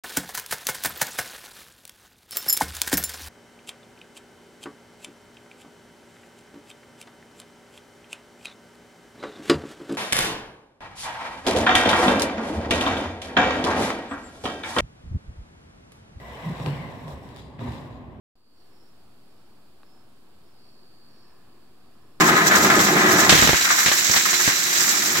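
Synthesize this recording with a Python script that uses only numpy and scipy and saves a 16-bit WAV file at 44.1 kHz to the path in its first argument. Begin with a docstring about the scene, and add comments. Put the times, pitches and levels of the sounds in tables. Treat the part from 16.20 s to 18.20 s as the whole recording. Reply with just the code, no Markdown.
"""Wheels rumble and whirr on smooth concrete, with a thin whine: an inline skater spins in a bare hall.
Pushed sideways, the wheels hiss and judder as they stick and slip, shaking the boot.
Frames clack and boots knock as the weight shifts, and a lifted skate lands again with a thud.
Judder and clacks echo off the walls, over the hall's low drone."""
import sys
import numpy as np
from scipy import signal
from scipy.fft import rfft, irfft, next_fast_len
from scipy.io import wavfile
from scipy.ndimage import map_coordinates

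SR = 44100
rng = np.random.default_rng(int(sys.argv[2]) if len(sys.argv) > 2 else 0)


def transcribe(signal):
    """Save signal, clipped to [-1, 1], as a 16-bit WAV file at the path in sys.argv[1]."""
    frames = np.atleast_2d(signal).T
    limited = np.clip(frames, -1, 1)
    pcm = np.round(limited * 32767).astype(np.int16)
    wavfile.write(sys.argv[1], SR, pcm)


N = 88200


def rolling():
    """Wheels run over the fine texture of the floor: low rumble, hollow roll and a whirr on top."""
    # Fader rides, each trimmed in the mix below: t/s, level/dB
    rumble_ride = [(0, -50.5), (.06, -53.5), (.22, -54.5), (.3, -42), (.39, -54.5), (.45, -46), (.5, -41),
                   (.55, -43), (.83, -49.5), (1.05, -49), (1.38, -51), (1.41, -42), (1.51, -41.5),
                   (1.56, -44.5), (1.75, -48.5), (2, -48)]
    roll_ride = [(0.0, -49), (0.03, -44), (0.42, -39), (0.45, -40.5), (0.46, -37.5), (0.51, -41.5),
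                 (0.86, -44.5), (0.89, -40.5), (1.01, -48.5), (1.17, -49), (1.2, -53.5), (1.39, -52),
                 (1.41, -40), (1.45, -44), (1.48, -37.5), (1.5, -43), (2.0, -52)]
    whirr_ride = [(0.0, -53), (0.01, -53.5), (0.24, -47.5), (0.45, -49.5), (0.46, -46), (0.49, -47),
                  (0.54, -47.5), (0.72, -52), (1.02, -58), (1.2, -58), (1.22, -63.5), (1.38, -63.5),
                  (1.39, -54), (1.46, -49.5), (1.68, -58.5), (2.0, -66)]
    # Tone of each layer: f/Hz, level/dB
    rumble_eq = [(25, -36), (45, -19), (65, -12), (95, 1), (135, 3), (180, -5.5), (250, 3), (320, -7),
                 (410, -7.5), (520, -20), (900, -79)]
    roll_eq = [(150, -40), (300, -4), (400, -3), (520, 3), (700, 2), (830, 0), (1040, 3), (1160, -3),
               (1300, -14.5), (1600, -17), (3000, -42.5)]
    whirr_eq = [(900, -40), (1300, -8), (1650, 2), (1980, 3.5), (2300, -2), (2700, -4), (3200, -7.5),
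                (4000, -14.5), (7000, -78)]
    rumble = amp(curves(rumble_ride)[0] + 4.5) * grit(rumble_eq, grain_db=0.5, grain_hz=60)
    roll = amp(curves(roll_ride)[0] - 1.5) * grit(roll_eq, grain_db=0.5, grain_hz=90)
    whirr = amp(curves(whirr_ride)[0] - 2) * grit(whirr_eq, grain_db=0.4, grain_hz=270)
    return rumble + roll + whirr


def judder():
    """In a skid the wheels grip and let go at a slowly falling rate; each slip shakes the boot."""
    # Skids: t/s, length/s, first slip rate/Hz, last slip rate/Hz, drive level/dB
    skids = [(.232, 0.064, 166, 155, -32.5), (.264, .022, 183.7, 174, -20.5), (.297, .036, 171, 152, -22),
             (0.405, .017, 142.5, 130, -22), (0.442, .03, 156.5, 138, -25), (.474, .06, 140.7, 137.2, -20),
             (.55, 0.041, 130.6, 130, -37), (.595, .022, 161, 154, -30.5),
             (0.649, 0.0495, 152.3, 122.5, -32), (0.844, .06, 161, 139.6, -33),
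             (1.393, .048, 123.9, 115.6, -29), (1.456, 0.065, 124.4, 117.5, -28)]
    # Resonances of skate and boot: f/Hz, width/Hz, level/dB
    boot_modes = [(144, 81, -2.5), (219, 36, -10)]
    jitter_cycles, scatter_db, lowpass_hz, reverb_db = .025, 1.2, 211.5, -11

    def boot(hz):
        ring = sum(amp(db) * 1j * hz * width / (centre ** 2 - hz ** 2 + 1j * hz * width)
                   for centre, width, db in boot_modes)
        return ring / np.sqrt(1 + (hz / lowpass_hz) ** 10)

    slips = np.zeros(N)
    for start, length, first_hz, last_hz, db in skids:
        late, size = rng.standard_normal((2, 32))
        t = np.arange(int(length * SR)) / SR
        cycles = np.cumsum(np.linspace(first_hz, last_hz, len(t))) / SR
        for k in range(int(cycles[-1]) + 1):
            onset = start + np.interp(k, cycles, t) + jitter_cycles * late[k] / first_hz
            kick = -amp(db + scatter_db * size[k]) * SR / first_hz / 2
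            add(slips, onset, [kick])
    shake = filtered(slips, boot)
    return shake + amp(reverb_db) * hall_reverb(shake)


def clacks():
    """Frames and wheels make short, hard contacts, heard directly and off the walls."""
    # Hits: t/s, level/dB, brightness/dB
    hits = [(.1585, -45, -9), (.38, -42, -7), (.4, -33.5, -3), (.4614, -26, 1.5), (.4835, -34, -5),
            (.8799, -42.5, 4.5), (1.09, -47, 7), (1.1628, -40, 6), (1.1707, -42, 2), (1.185, -46, -6),
            (1.1932, -43, -3.5), (1.222, -51.5, 6), (1.3925, -38, -4.5), (1.41, -34, -19),
            (1.5204, -40.5, 4.5), (1.5389, -41.5, -2.5), (1.5524, -43, -1)]
    # Tone of a hit: f/Hz, level/dB
    clack_eq = [(100, -55), (350, 16), (1000, 14), (1350, -3), (1900, 8), (3800, -2), (5000, -1),
                (6500, -39), (7800, -12.5), (10000, -18.5), (15800, -38)]
    body_t60_s, snap_t60_s, snap_db = .012, .005, 4
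    shelf_hz, reverb_db = 5500, 0.5
    out, t = np.zeros((2, N)), np.arange(SR // 20) / SR
    decay = amp(-60 * t / body_t60_s) + amp(snap_db - 60 * t / snap_t60_s)
    for start, db, brightness in hits:
        shelf_db = 2 * brightness
        tone = lambda hz: amp(along(clack_eq, hz) + shelf_db * hz ** 4 / (hz ** 4 + shelf_hz ** 4))
        burst = unit(diffuse(filtered(rng.standard_normal((2, len(t))), tone)))
        attack_s = .0001 * amp(-shelf_db)  # duller contacts are softer and rise more slowly
        attack = 1 - np.exp(-t / attack_s)
        for track, sound in zip(out, amp(db) * burst * attack * decay):
            add(track, start, sound)
    return out + amp(reverb_db) * hall_reverb(out[0])


def scraping():
    """Wheels brush sideways over dust: a grainy rasp under a bright hiss."""
    # Fader rides, trimmed below: t/s, rasp level/dB, hiss level/dB
    scrape_ride = [(0, -61.5, -66.5), (.204, -57.5, -65), (.27, -54, -60.5), (.352, -54.5, -65.5),
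                   (.408, -52.5, -62), (.452, -51.5, -60.5), (.465, -51, -56.5), (.528, -59.5, -64.5),
                   (.66, -61.5, -68), (.87, -62.5, -68), (.888, -53.5, -61), (1.002, -68, -73),
                   (1.046, -63.5, -68), (1.158, -60.5, -73.5), (1.19, -52.5, -65), (1.256, -62, -89),
                   (1.383, -72, -86), (1.405, -56.5, -68), (1.465, -56, -66), (1.55, -54, -66),
                   (1.68, -66.5, -75.5), (1.77, -64, -83), (1.84, -74.5, -87), (2, -81, -87)]
    # Tone of each layer: f/Hz, level/dB
    rasp_eq = [(2000, -26), (3000, -8.5), (3500, 3), (3950, 3.5), (4450, -5), (4900, -2.5), (5600, -23),
               (7000, -5), (12000, -71)]
    hiss_eq = [(3500, -32), (5500, 10.5), (6900, -9), (7700, 7), (8500, -1), (10000, -.5), (12000, 0.5),
               (15800, -6)]
    rasp_db, hiss_db = curves(scrape_ride)
    rasp = amp(rasp_db - 4) * grit(rasp_eq, grain_db=1.8, grain_hz=220)
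    hiss = amp(hiss_db + 1) * grit(hiss_eq, grain_db=1.1, grain_hz=140)
    return rasp + hiss


def knocks():
    """The loaded boot shell and frame give a hollow ring when the wheels bite."""
    # Bites: t/s, level/dB
    bites = [(.463, -33.5), (.484, -40), (1.409, -38), (1.472, -38)]
    # Modes of shell and frame: f/Hz, level/dB, t60/s
    shell_modes = [(361, 1, 0.1), (407.2, -3, 0.17), (507.8, -5.5, 0.24), (720, -5.5, 0.096),
                   (928.4, -2, 0.2), (1026.6, -0.5, .12), (1224, -4.5, 0.079), (2560, -13, 0.063),
                   (3800, -13, .07)]
    out, t = np.zeros((2, N)), np.arange(SR // 4) / SR
    attack = 1 - np.exp(-t / 0.0031)
    for start, db in bites:
        for track in out:
            ring = sum(amp(db + mode_db - 60 * t / t60) * np.sin(2 * np.pi * (hz * t + rng.random()))
                       for hz, mode_db, t60 in shell_modes)
            add(track, start, ring * attack)
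    return diffuse(out)


def thuds():
    """The skater's weight comes down on the floor: a round bass thump."""
    # Steps: t/s, level/dB
    steps = [(0.109, -45), (0.284, -47), (0.458, -44), (0.927, -34.5), (1.27, -42), (1.403, -48),
             (1.472, -30.5), (1.726, -44), (1.841, -46)]
    pitch_hz, attack_s = 71.2, .018
    out, t = np.zeros(N), np.arange(SR // 3) / SR
    thump = t / attack_s * np.exp(1 - t / attack_s) * np.sin(2 * np.pi * pitch_hz * t)
    for start, db in steps:
        add(out, start, amp(db) * thump)
    return out


def whines():
    """Wheels on the edge of slipping sing in a narrow, unsteady band, a little to the left."""
    # Glides: t/s, length/s, first f/Hz, last f/Hz, width/Hz, level/dB
    glides = [(-.05, 0.074, 1950, 1990, 60, -46.5), (0.046, 0.093, 1974, 2004, 68.6, -51),
              (0.129, 0.051, 3060, 3070, 89.4, -52), (0.152, 0.18, 1988, 2028, 131, -53),
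              (0.502, .13, 2390, 2170, 300.4, -52), (0.568, .15, 2150, 2000, 260.2, -50)]
    out = np.zeros((2, N))
    for start, length, first_hz, last_hz, width_hz, db in glides:
        progress = np.clip((np.arange(N) / SR - start) / length, 0, 1)
        phase = 2 * np.pi * np.cumsum(first_hz + (last_hz - first_hz) * progress) / SR
        swell = amp(db) * np.sqrt(4 * progress * (1 - progress))
        for track in out:
            track += swell * (wobble(width_hz) * np.cos(phase) + wobble(width_hz) * np.sin(phase))
    return out * pan(left_db=3)


def hall_reverb(x):
    """The concrete walls answer with a long stereo tail that lingers in the low mids."""
    # Decay of the hall: f/Hz, t60/s
    decay_times = [(100, 1.27), (500, 2.1), (2000, 0.55), (5000, 1.1), (12000, 0.69)]
    hz, t, noise = signal.stft(rng.standard_normal((2, N)), SR, nperseg=256)
    decay = amp(-60 * t / along(decay_times, hz)[:, None])
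    tail = diffuse(signal.istft(noise * decay, SR, nperseg=256)[1])
    return signal.fftconvolve(x[None], tail / np.linalg.norm(tail[0]), axes=1)[:, :N]


def hall_drone():
    """A quiet bed of low room tone."""
    # Tone of the room: f/Hz, level/dB
    room_eq = [(20, -11), (35, 1), (48, -9), (62, 15), (85, -14.5), (130, 3), (250, -18.5), (1000, -39),
               (4000, -36), (15000, -96)]
    return amp(-51) * grit(room_eq, grain_db=-1, grain_hz=14)


def grit(eq, grain_db, grain_hz):
    """Noise with a flickering level, like countless tiny contacts; shaped, spread, mono rms 1."""
    contacts = rng.standard_normal((2, N)) * amp(grain_db * wobble(grain_hz))
    pair = diffuse(filtered(contacts, lambda hz: amp(along(eq, hz))))
    return pair / np.std(pair.mean(axis=0))


def diffuse(pair):
    """Two unrelated signals become the hall's stereo field: narrow in the bass, wide in the treble."""
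    # Likeness of left and right: f/Hz, correlation
    likeness = [(40, 0.8), (130, 0.9), (250, 0.84), (500, 0.67), (1000, 0.43), (2000, -0.17), (4000, 0),
                (12000, -0.13)]
    angle = lambda hz: np.arccos(np.clip(along(likeness, hz), -1, 1)) / 2
    mid, side = filtered(pair, lambda hz: np.array([np.cos(angle(hz)), np.sin(angle(hz))]))
    return np.array([mid + side, mid - side])


def amp(db):
    """Decibels to gain."""
    return 10 ** (np.asarray(db) / 20)


def pan(left_db):
    """Stereo gains with the left side left_db above the right."""
    return amp(left_db * np.array([[.5], [-.5]]))


def unit(x):
    """Scale to rms 1."""
    return x / np.sqrt(np.mean(x ** 2) + 1e-20)


def along(points, hz):
    """Read (f/Hz, value) points on a log frequency axis."""
    freqs, values = np.transpose(points)
    return np.interp(np.log(hz + 1), np.log(freqs + 1), values)


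def curves(rows):
    """One value per sample for each column after the time."""
    times, *columns = np.transpose(rows)
    return [np.interp(np.arange(N) / SR, times, column) for column in columns]


def wobble(rate):
    """A smooth random curve, rate knots a second."""
    return map_coordinates(rng.standard_normal(4096), [np.arange(N) * rate / SR], mode="mirror")


def filtered(x, response):
    """Filter x by a gain given as a function of frequency."""
    n = x.shape[-1]
    padded = next_fast_len(n + SR // 4)
    return irfft(rfft(x, padded) * response(np.fft.rfftfreq(padded, 1 / SR)), padded)[..., :n]


def add(track, start_s, sound):
    """Mix a sound in at start_s."""
    part = track[max(round(start_s * SR), 0):][:len(sound)]
    part += sound[:len(part)]


def scene():
    """The skates over the low drone of the hall."""
    return rolling() + whines() + scraping() + judder() + thuds() + knocks() + clacks() + hall_drone()


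def record(dry):
    """Two microphones, each with its own colour, and a hard cut of the extreme treble."""
    # Stereo balance: f/Hz, left over right/dB
    balance = [(60, 0), (99, -2.5), (160, -0.5), (270, 0.5), (450, 0.0), (740, -0.5), (1220, 0), (2010, 2),
               (3330, 6.5), (5500, 0.5), (9080, -5), (15000, 2)]
    top_hz = 15850
    return filtered(dry, lambda hz: pan(along(balance, hz)) * (hz < top_hz))


dry = scene()
out = record(dry)
transcribe(out)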